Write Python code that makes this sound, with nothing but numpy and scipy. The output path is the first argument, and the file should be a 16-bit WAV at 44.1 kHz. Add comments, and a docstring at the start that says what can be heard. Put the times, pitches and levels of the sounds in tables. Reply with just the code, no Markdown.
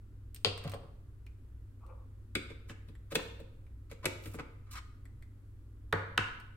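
"""Makeup containers on a wooden table

Containers are picked up and set down in a small, hard-walled room over a ventilation fan.
Each blow rings a container's damped modes and thuds the table top; nails tick, brush handles tap.
Scuffs, drags and pushes are grains of friction noise; the fan is low lines plus coloured noise.
A phone with two microphone ports stands close by: direct sound, room reflections, top cut."""
import sys
import numpy as np
from scipy import signal
from scipy.fft import rfft, irfft
from scipy.io import wavfile

SR = 44100
rng = np.random.default_rng(int(sys.argv[2]) if len(sys.argv) > 2 else 0)


def unload_audio(sound):
    """Save the sound as a 16-bit wav file, at the path given as the first command line argument."""
    columns = np.transpose(np.atleast_2d(sound))
    # keep every value between -1 and 1, then stretch to whole-number steps
    steps = np.round(np.clip(columns, -1, 1) * 32767)
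    wavfile.write(sys.argv[1], SR, steps.astype(np.int16))


N = 289648
TIME = np.arange(N) / SR  # s


def undb(db):
    """Decibels to gain."""
    return 10 ** (np.asarray(db) / 20)


def unit(x):
    """Scale to an energy of one."""
    return x / np.sqrt(np.sum(x ** 2))


def lookup(points, hz):
    """Read (Hz, value) points on a log-frequency axis."""
    point_hz, value = np.transpose(points)
    return np.interp(np.log(np.maximum(hz, 1)), np.log(point_hz), value)


def bins(x):
    """Frequencies of the spectrum of x, Hz."""
    return np.fft.rfftfreq(x.shape[-1], 1 / SR)


def colour(x, points):
    """Filter by (Hz, dB) points."""
    return irfft(rfft(x) * undb(lookup(points, bins(x))), x.shape[-1])


def brighten(x, slope_db):
    """Causal tilt in dB/octave about 2.5 kHz, level below 800 Hz: a harder contact is brighter."""
    octaves = np.log2(np.maximum(bins(x), 800) / 2500)
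    log_gain = np.log(undb(slope_db * octaves))
    # fold the cepstrum: minimum phase
    cepstrum = irfft(log_gain, len(x))
    cepstrum[1:len(x) // 2] *= 2
    cepstrum[len(x) // 2 + 1:] = 0
    return irfft(rfft(x) * np.exp(rfft(cepstrum)), len(x))


def add(track, s, x):
    """Mix x into the track at time s."""
    i = int(s * SR)
    track[..., i:i + x.shape[-1]] += x[..., :N - i]


def ring(modes, scatter_db):
    """Damped modes of alternating sign; their strengths depend on where the blow lands."""
    t = TIME[:SR // 3]
    hz, width_hz, db = np.transpose(modes)[:, :, None]
    strength = width_hz * undb(db + scatter_db * rng.standard_normal(hz.shape))
    strength[1::2] *= -1
    decay = np.exp(-np.pi * width_hz * t)
    return unit(np.sum(strength * decay * np.sin(2 * np.pi * hz * t), axis=0))


def chatter(x, gap_s, rebound, count=3):
    """Micro-bounces of a settling edge: all-pass combs spread a blow in time, keep its colour."""
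    spectrum, g = rfft(x), np.clip(rebound, 0, .8)
    for gap in gap_s * (.5 + rng.random(count)):
        delay = np.exp(-2j * np.pi * bins(x) * np.ceil(gap * SR) / SR)
        spectrum = spectrum * (delay - g) / (1 - g * delay)
    return irfft(spectrum, len(x))


# treble dips in fan, slides and reverberation: f/Hz, width/Hz
TREBLE_DIPS = [(9750, 1300), (13600, 1600)]


def dip_treble(x):
    """Two narrow treble dips, for fan, slides and reverberation."""
    for hz, width_hz in TREBLE_DIPS:
        x = signal.lfilter(*signal.iirnotch(hz, hz / width_hz, fs=SR), x)
    return x


# reverberation: f/Hz, t60/s
ROOM_DECAY = [(100, 1.2), (300, .5), (800, 0.73), (2000, 0.64), (4000, 0.6153), (8000, 0.44), (15000, 0.55)]
# reflections: f/Hz, level/dB
WALL_COLOUR = [(100, -7.5), (400, 9.5), (750, 4.5), (1500, 1.5), (3000, 0.5), (5000, -0.5), (8000, 2),
               (15000, -11.5)]


def room(x, near_db, early_db, early_s, late_db):
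    """Table-top scatter, quick wall reflections, diffuse tail: decaying noise, bass alike at both ports."""
    t = TIME[:SR]
    mid, side = rng.standard_normal((2, len(t)))
    hz = bins(t)
    alike = 1 / (1 + (hz / 420) ** 2)
    side_sign = np.array([[1], [-1]])
    field = rfft(mid) * np.sqrt(1 + alike) + side_sign * rfft(side) * np.sqrt(1 - alike)
    octave = np.log2(np.clip(hz, 125, 16000) / 125)
    tail = 0
    for k in np.arange(8):
        t60_s = lookup(ROOM_DECAY, 125 * 2 ** k)
        band = irfft(field * np.maximum(1 - abs(octave - k), 0))
        tail = tail + band * np.exp(-np.log(1000) * t / t60_s)
    late = tail * np.clip(t / 0.0074, 0, 1)
    near = irfft(field) * np.exp(-t / 0.00098)
    early = irfft(field) * np.exp(-t / early_s) * (t > .002)
    walls = undb(early_db) * unit(early) + undb(late_db) * unit(late)
    response = undb(near_db) * unit(near) + dip_treble(colour(walls, WALL_COLOUR))
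    return signal.fftconvolve(x[None], response, axes=1)[:, :N]


def ports(x, lag_ms, left_db=0):
    """Direct sound: the things stand to the left, so the right port hears them later, if lagged."""
    late = np.interp(TIME - lag_ms / 1000, TIME, x)
    return np.array([x * undb(left_db / 2), late * undb(-left_db / 2)])


CATCH_HZ, CATCH_DB = 260, 4.5  # stick-slip cluster rate, unevenness


def catches(grain_db):
    """A quarter second of stick and slip: fine grains that arrive in uneven clusters."""
    t = TIME[:SR // 4]
    grains, size, grip = rng.standard_normal((3, len(t)))
    clusters = np.interp(t * CATCH_HZ, np.arange(len(t)), grip)
    return grains * undb(grain_db * np.minimum(size, 2) + CATCH_DB * clusters)


RATTLE_S, RATTLE_GRAIN_DB, RATTLE_WIDEN = 0.015, 3, 2.3  # decay, unevenness, mode-width factor


def rattle(modes):
    """Loose lids and contents buzz briefly against the shell, damped by their own contact."""
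    grains = catches(RATTLE_GRAIN_DB)
    buzz = grains * np.exp(-TIME[:len(grains)] / RATTLE_S)
    damped_modes = [(hz, width_hz * RATTLE_WIDEN, db) for hz, width_hz, db in modes]
    shell = ring(damped_modes, scatter_db=2)
    return unit(signal.fftconvolve(buzz, shell)[:len(shell)])


RADIATION_HZ = 540  # small shells radiate little below this


def container(blows, modes, gain_db, gap_s, rebound, crack_hz, rattle_db=None):
    """Each blow rings the shell's modes, plus a dry contact crack and a rattle of any loose parts."""
    out, t = np.zeros(N), TIME[:SR // 3]
    contact = unit(t * np.exp(-2 * np.pi * crack_hz * t))
    for s, db, slope_db, crack_db in blows:
        shell = chatter(ring(modes, scatter_db=1.25), gap_s, rebound)
        if rattle_db is not None:
            shell = shell + undb(rattle_db) * rattle(modes)
        crack = undb(crack_db) * chatter(contact, gap_s, rebound)
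        add(out, s, undb(db + gain_db) * brighten(shell + crack, slope_db))
    high_pass = signal.butter(2, RADIATION_HZ, "high", fs=SR, output="sos")
    return signal.sosfilt(high_pass, out)


# fan and motor lines: f/Hz, level/dB
FAN_LINES = [(37.7, -57.5), (59.2, -57.5), (98.8, -52.5)]
# air rush, relative: f/Hz, level/dB
AIR_COLOUR = [(20, -7.5), (38, -18), (60, 0.5), (80, -11.5), (105, -12.5), (125, -11.5), (150, -31.5),
              (270, -22), (420, -32.5), (700, -47), (1350, -45), (2200, -53.5), (6000, -62), (11000, -55),
              (16000, -63.5)]
AIR_DB = -52.5


def fan(waver, beat_hz):
    """Wavering low lines over a soft rush of air, whose bass is shared by both ports."""
    hum = 0
    knots_s = np.arange(0, TIME[-1] + 1, 1 / beat_hz)
    for hz, db in FAN_LINES:
        a, b = (np.interp(TIME, knots_s, rng.standard_normal(len(knots_s))) for _ in range(2))
        phase = 2 * np.pi * (hz * TIME + rng.random())
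        line = (1 + waver * a) * np.sin(phase) + waver * b * np.cos(phase)
        hum = hum + undb(db) * np.sqrt(2) * line
    mid, side = (colour(rng.standard_normal(N), AIR_COLOUR) for _ in range(2))
    side = colour(side, [(60, -17.5), (150, -11.0), (400, -11.5), (1500, 0.0), (8000, -0.5)])
    air = (mid + np.array([[1], [-1]]) * side) / np.std(mid)
    return undb(-2.0) * hum + undb(AIR_DB) * air


TICK_CRACK_DB = -12  # re ring, ticks and taps
# nail ticks: t/s, level/dB, brightness/(dB/octave)
NAIL_TICKS = [(0.3456, -37, 5.5), (0.361, -30, -2), (0.5769, -23, -4.5), (0.639, -30.5, -2.5),
              (0.6959, -32, 0), (0.718, -27, -4.5), (0.728, -49, -9), (0.74, -28.5, -2.5),
              (1.864, -48.5, -1.5), (4.238, -34, -2), (4.258, -40, -5), (4.349, -35, -2), (6.4, -36, -3)]
# tick modes: f/Hz, width/Hz, level/dB
TICK_MODES = [(2350, 1360, -7.5), (4530, 3600, -9.5), (8570, 220, 1), (12300, 890, -5), (15440, 1800, -11)]


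def ticks():
    """Nails tick on plastic: very short, broad modes."""
    blows = [(*tick, TICK_CRACK_DB) for tick in NAIL_TICKS]
    return container(blows, TICK_MODES, gain_db=3.5, gap_s=0.00037, rebound=0.9, crack_hz=9390)


# set-downs: t/s, level/dB, brightness/(dB/octave), crack/dB, table thud/dB, frame boom/dB,
# edge thud f/Hz, base thud f/Hz, time until flat/s, thing
CONTAINER_SET_DOWNS = [(0.4467, -11, -2, -16, -26, -8.5, 447.4, 460, 0.01, "compact"),
                       (2.3513, -14, -1, -26, -27, -22, 300, 215, 0.0075, "jar"),
                       (3.1532, -15, 0, -2.5, -29, -39, 520, 180, 0.0033, "pot"),
                       (4.0546, -16, 0, -4, -27.5, -13.5, 400, 170, 0.0032, "tube"),
                       (5.926, -13.5, 1, -12, -25, -7, 500, 190, .007, "bottle"),
                       (6.1758, -7, -2.2, -21.5, -31.5, -7.5, 344, 232, 0.004, "case")]
# hand nudges, scuff and rock: t/s, level/dB, brightness/(dB/octave), table thud/dB, frame boom/dB,
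# thud f/Hz, thing
HAND_NUDGES = [(0.647, -42.5, -8.5, -40.5, -10, 540, "compact"),
               (0.654, -45, -14, -40, -24, 700, "compact"), (0.676, -38, -5, -55, -16, 556, "compact"),
               (0.736, -36.5, -11, -37.5, -30, 560, "compact"), (0.832, -59, -15, -49, -36, 600, "compact"),
               (2.502, -40, -3, -42.5, -37, 427, "jar"), (2.695, -34, 0, -41, -30.5, 220, "case"),
               (2.704, -40.5, -2.5, -48.5, -35, 260, "case"), (2.716, -63.5, 5, -59.5, -39.5, 260, "case"),
               (2.885, -49, -0.5, -44.5, -44, 236, "pot"), (3.119, -31.5, -0.5, -33.5, -28, 496, "pot"),
               (3.149, -31, 2.5, -29.5, -28.5, 570, "pot"), (3.189, -35.5, -7.5, -41.5, -29.5, 614, "pot"),
               (3.399, -47, 1, -41, -46, 540, "pot"), (3.913, -37.5, -0.5, -42, -38.5, 513, "tube"),
               (4.043, -33.5, -5, -33.5, -34, 510, "tube"), (4.257, -36.5, -1, -39.5, -17, 305, "tube"),
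               (4.342, -41, -7, -35.5, -14.5, 290, "tube"), (4.386, -38, -6.5, -37.5, -33, 412, "tube"),
               (4.394, -32, -6, -43.5, -21, 413, "tube")]
ROCK_S, NUDGE_CRACK_DB, NUDGE_BASE_HZ = 0.0069, -10.5, 241.1


def landings():
    """Set-downs and nudges alike, in the columns of the set-downs."""
    rocks = [(s, db, slope_db, NUDGE_CRACK_DB, thud_db, frame_db, thud_hz, NUDGE_BASE_HZ, ROCK_S, thing)
             for s, db, slope_db, thud_db, frame_db, thud_hz, thing in HAND_NUDGES]
    return CONTAINER_SET_DOWNS + rocks


# base blow re edge blow: softer, duller, more crack re ring
FLAT_DB, FLAT_SLOPE_DB, FLAT_CRACK_DB = -12.5, -4, 6.5


def blows_on(name):
    """Two blows per landing of one thing, edge then base: (t/s, level/dB, brightness, crack/dB)."""
    blows = []
    for s, db, slope_db, crack_db, _, _, _, _, flat_s, thing in landings():
        if thing == name:
            edge = (s, db, slope_db, crack_db)
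            base = (s + flat_s, db + FLAT_DB, slope_db + FLAT_SLOPE_DB, crack_db + FLAT_CRACK_DB)
            blows += [edge, base]
    return blows


# compact modes: f/Hz, width/Hz, level/dB
COMPACT_MODES = [(743, 170, -12.5), (1050, 280, -10.5), (1430, 390, -14.5), (1892, 220, -10),
                 (2350, 250, -9), (2720, 280, -1.5), (3222, 380, 3), (3628, 480, 0.5), (4336, 540, 3),
                 (4820, 610, 0), (5554, 480, -12.5), (6600, 790, -22), (8556, 900, -18),
                 (10900, 440, -16.5)]


def compact():
    """Compact: shell modes strongest at 2.7-4.8 kHz, loose parts rattle."""
    return container(blows_on("compact"), COMPACT_MODES, gain_db=15.5, gap_s=0.0003, rebound=0.57,
                     crack_hz=5010, rattle_db=-11)


# table-top modes: f/Hz, width/Hz, level/dB
TOP_MODES = [(161, 32.3, 3.5), (210, 45, 1), (250, 27, 0), (292, 20, -4.5), (327, 34, -1), (364, 40, -4.5),
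             (457, 40, -2.5), (537.4, 46, -1.5), (665, 50, -14), (928, 140, -12)]


def table_modes(centre_hz, focus_db):
    """A contact favours the table modes near its own pitch, by focus_db per octave."""
    return [(hz, width_hz, db - focus_db * abs(np.log2(hz / centre_hz)))
            for hz, width_hz, db in TOP_MODES]


# table-frame modes: f/Hz, width/Hz, level/dB
FRAME_MODES = [(97.6, 3.7, 5.5), (114, 13, -3.5), (156, 30, -13)]
FLAT_THUD_DB = -2  # base thud re edge thud


def table(focus_db):
    """Edge and base each thud the wooden top; the weight then rocks the frame."""
    out = np.zeros(N)
    for s, _, _, _, thud_db, frame_db, edge_hz, base_hz, flat_s, _ in landings():
        edge = (s, thud_db, edge_hz)
        base = (s + flat_s, thud_db + FLAT_THUD_DB, base_hz)
        for at_s, blow_db, centre_hz in [edge, base]:
            thud = ring(table_modes(centre_hz, focus_db), scatter_db=3.0)
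            add(out, at_s, undb(blow_db + 15.0) * thud)
        add(out, s + flat_s, undb(frame_db) * ring(FRAME_MODES, scatter_db=5.0))
    direct = undb(2.0) * ports(out, lag_ms=0.18, left_db=0.1)
    return direct + room(out, near_db=-15, early_db=-3.5, early_s=0.0073, late_db=-3.5)


# friction colour: f/Hz, level/dB
FRICTION_COLOUR = [(300, -28), (780, -22), (1000, -9), (1230, 0), (1450, -7), (2100, -6.5), (3200, -12),
                   (4600, -12.5), (6000, -17), (8500, -13), (12500, -18), (16000, -25)]
# drags over the wood: t/s, length/s, level/dB, brightness/(dB/octave)
WOOD_DRAGS = [(0.589, 0.12, -52, -1.5), (0.798, 0.11, -63, -16), (4.214, 0.096, -44, 10.5),
              (4.29, 0.081, -44.5, 10), (4.646, 0.12, -59, -4), (4.701, 0.058, -41.5, 4.5),
              (4.722, 0.079, -38.5, -1.5)]
# a scuff leads its nudge; level and brightness re nudge
SCUFF_LEAD_S, SCUFF_S, SCUFF_DB, SCUFF_SLOPE_DB = 0.02, 0.049, -24.5, 1.5
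DRAG_SWELL_DB = 4.5  # rise over a drag, on top of the stroke


def slides(grain_db):
    """Friction: tiny catches of uneven size, swelling and fading with the stroke."""
    out, t = np.zeros(N), TIME[:SR // 4]
    scuffs = [(s - SCUFF_LEAD_S, SCUFF_S, db + SCUFF_DB, slope_db + SCUFF_SLOPE_DB, 0)
              for s, db, slope_db, *_ in HAND_NUDGES]
    drags = [(*drag, DRAG_SWELL_DB) for drag in WOOD_DRAGS]
    for s, length_s, db, slope_db, swell_db in scuffs + drags:
        progress = np.clip(t / length_s, 0, 1)
        stroke = np.sin(np.pi * progress) * undb(swell_db * (progress - 3.0))
        rub = brighten(colour(catches(grain_db), FRICTION_COLOUR), slope_db)
        add(out, s, undb(db) * stroke * rub / np.std(rub))
    direct = ports(out, lag_ms=0.077)
    return direct + room(out, near_db=-13.5, early_db=3.5, early_s=0.0057, late_db=-3)


# handle taps: t/s, level/dB, brightness/(dB/octave), f/Hz
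HANDLE_TAPS = [(0.677, -37, 3, 2700), (0.718, -35.5, 4, 2750), (1.265, -37.5, 0, 2450),
               (2.952, -40.5, -1.5, 1900), (3.665, -47, -2.5, 2350), (5.054, -38, -0.5, 1970),
               (5.224, -37.5, 0, 2050)]
# handle modes: f/tap f, width/Hz, level/dB
HANDLE_MODES = [(.73, 826, -9), (1, 200, 1.5), (1.22, 230, -9), (1.67, 660, -13), (2.41, 730, -23),
                (3.97, 618, -11.5), (6.1, 1500, -14.5)]


def taps():
    """Brush handles tap with a short woody note: modes scale with each tap's pitch."""
    out = np.zeros(N)
    for s, db, slope_db, hz in HANDLE_TAPS:
        modes = [(ratio * hz, width_hz, mode_db) for ratio, width_hz, mode_db in HANDLE_MODES]
        out += container([(s, db, slope_db, TICK_CRACK_DB)], modes, gain_db=1.0, gap_s=0.00041,
                         rebound=0.72, crack_hz=9000)
    return out


# slow pushes along the wood: t/s, length/s, rub level/dB, table level/dB
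SLOW_PUSHES = [(1.804, 0.074, -61.5, -84), (1.843, 0.13, -60, -60.5), (1.949, 0.11, -69.5, -71)]
# container-base modes: f/Hz, width/Hz, level/dB
BASE_MODES = [(760, 180, -3.5), (970, 170, -0.5), (1134, 126, 4), (1290, 160, -1), (1414, 75, -4.5),
              (2450, 190, -17)]


def pushes(grain_db):
    """Slow, soft friction hums dully in the container's base and in the table top."""
    out, t = np.zeros(N), TIME[:SR // 4]
    for s, length_s, rub_db, table_db in SLOW_PUSHES:
        stroke = np.sin(np.pi * np.clip(t / length_s, 0, 1))
        top_modes = table_modes(centre_hz=500, focus_db=17)
        for modes, db in [(BASE_MODES, rub_db), (top_modes, table_db)]:
            rub = signal.fftconvolve(catches(grain_db), ring(modes, scatter_db=1))[:len(t)]
            add(out, s, undb(db) * stroke * rub / np.std(rub))
    direct = undb(-3.0) * ports(out, lag_ms=0, left_db=4.5)
    return direct + room(out, near_db=-20, early_db=-12, early_s=0.017, late_db=-9)


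# jar modes: f/Hz, width/Hz, level/dB
JAR_MODES = [(1264, 160, -7), (1510, 190, -6.5), (2170, 140, 2), (2380, 240, 0.5), (2700, 220, -3),
             (2880, 250, -8), (3540, 110, -2), (3880, 140, -5), (4710, 210, -10.5), (5030, 120, -8.5),
             (7200, 1100, -17.5), (8500, 150, -9.5), (11360, 1000, -20.5), (15360, 1400, -23.5)]


def jar():
    """Jar: mostly narrow shell modes from 1.3 kHz up, loose parts rattle."""
    return container(blows_on("jar"), JAR_MODES, gain_db=9.0, gap_s=0.00066, rebound=0.45,
                     crack_hz=12800, rattle_db=-11.5)


# case modes: f/Hz, width/Hz, level/dB
CASE_MODES = [(870, 210, -12.5), (1090, 94, -3.5), (1286, 110, -1.5), (1490, 83, 4.5), (1700, 120, 2.5),
              (2045, 91, 1.5), (2260, 61, 4), (2760, 220, -1.5), (3100, 290, -3), (3720, 520, -9),
              (4500, 720, -12.5), (5900, 3800, -20.5), (8670, 670, -16.5), (11200, 900, -23)]


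def case():
    """Case: shell modes strongest at 1.5-2.3 kHz, no rattle."""
    return container(blows_on("case"), CASE_MODES, gain_db=8.0, gap_s=0.00056, rebound=0.51,
                     crack_hz=4040)


# pot modes: f/Hz, width/Hz, level/dB
POT_MODES = [(745, 60, -6), (960, 75, 2), (1265, 160, -1.5), (1560, 320, 1), (1800, 260, 4.5),
             (2280, 450, 0), (2640, 260, 3.5), (3580, 220, 4), (3966, 260, 2), (4550, 500, -6),
             (5440, 630, -17.5), (8130, 400, -9.5), (11800, 2200, -11.5), (14700, 1700, -8.5)]


def pot():
    """Pot: shell modes strongest at 1-4 kHz, with the strongest rattle."""
    return container(blows_on("pot"), POT_MODES, gain_db=10.0, gap_s=.0006, rebound=0.53,
                     crack_hz=12100, rattle_db=-7)


# tube modes: f/Hz, width/Hz, level/dB
TUBE_MODES = [(900, 200, -5.5), (1286, 200, 3.5), (1600, 250, 0), (2000, 160, 3), (2320, 200, 5),
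              (2790, 260, 1.5), (3560, 600, -2.5), (4820, 480, -4), (6700, 730, -8.5), (8200, 700, -8.5),
              (11360, 190, 1)]


def tube():
    """Tube: shell modes strongest at 1.3-2.8 kHz, loose parts rattle."""
    return container(blows_on("tube"), TUBE_MODES, gain_db=11.0, gap_s=0.00055, rebound=0.57,
                     crack_hz=9000, rattle_db=-9.5)


# bottle modes: f/Hz, width/Hz, level/dB
BOTTLE_MODES = [(660, 83, -9.5), (868, 48, 0), (1115, 110, -3), (1230, 116, 0), (1420, 200, 2),
                (1700, 184, 2), (1955, 180, -2.5), (2350, 180, -8.5), (3060, 290, -15.5),
                (3800, 1100, -18.5), (4820, 1000, -24.5), (11000, 3900, -37)]


def bottle():
    """Bottle: low shell modes strongest at 0.9-1.7 kHz, dull crack, no rattle."""
    return container(blows_on("bottle"), BOTTLE_MODES, gain_db=13.0, gap_s=0.00052, rebound=0.72,
                     crack_hz=1790)


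def containers():
    """Containers, nail ticks and handle taps in four groups, each with its own place and reflections."""
    small = ticks() + taps()
    first = compact()
    middle = jar() + pot() + tube()
    last = bottle() + case()
    return (ports(small, lag_ms=0.0235)
            + room(small, near_db=-41, early_db=-0.5, early_s=0.0082, late_db=-3.5)
            + ports(first, lag_ms=0.14, left_db=4.0) * undb(-1.0)
            + room(first, near_db=-13.5, early_db=-8.5, early_s=0.024, late_db=-7)
            + ports(middle, lag_ms=0.11, left_db=1.0)
            + room(middle, near_db=-11.0, early_db=-2.5, early_s=0.004, late_db=-3.5)
            + ports(last, lag_ms=0.023, left_db=1.5) * undb(-1.0)
            + room(last, near_db=2, early_db=-18.0, early_s=0.015, late_db=-0.5))


def scene():
    """Fan, containers, table and handling; fan and slides share two treble dips."""
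    dipped = dip_treble(fan(waver=0.077, beat_hz=23.0) + slides(grain_db=5.5))
    return dipped + containers() + table(focus_db=9.5) + pushes(grain_db=6.5)


TOP_HZ = 16200


def record(dry):
    """The phone cuts the top: steep elliptic low-pass."""
    low_pass = signal.ellip(8, .2, 70, TOP_HZ, fs=SR, output="sos")
    return signal.sosfilt(low_pass, dry)


dry = scene()
out = record(dry)
unload_audio(out)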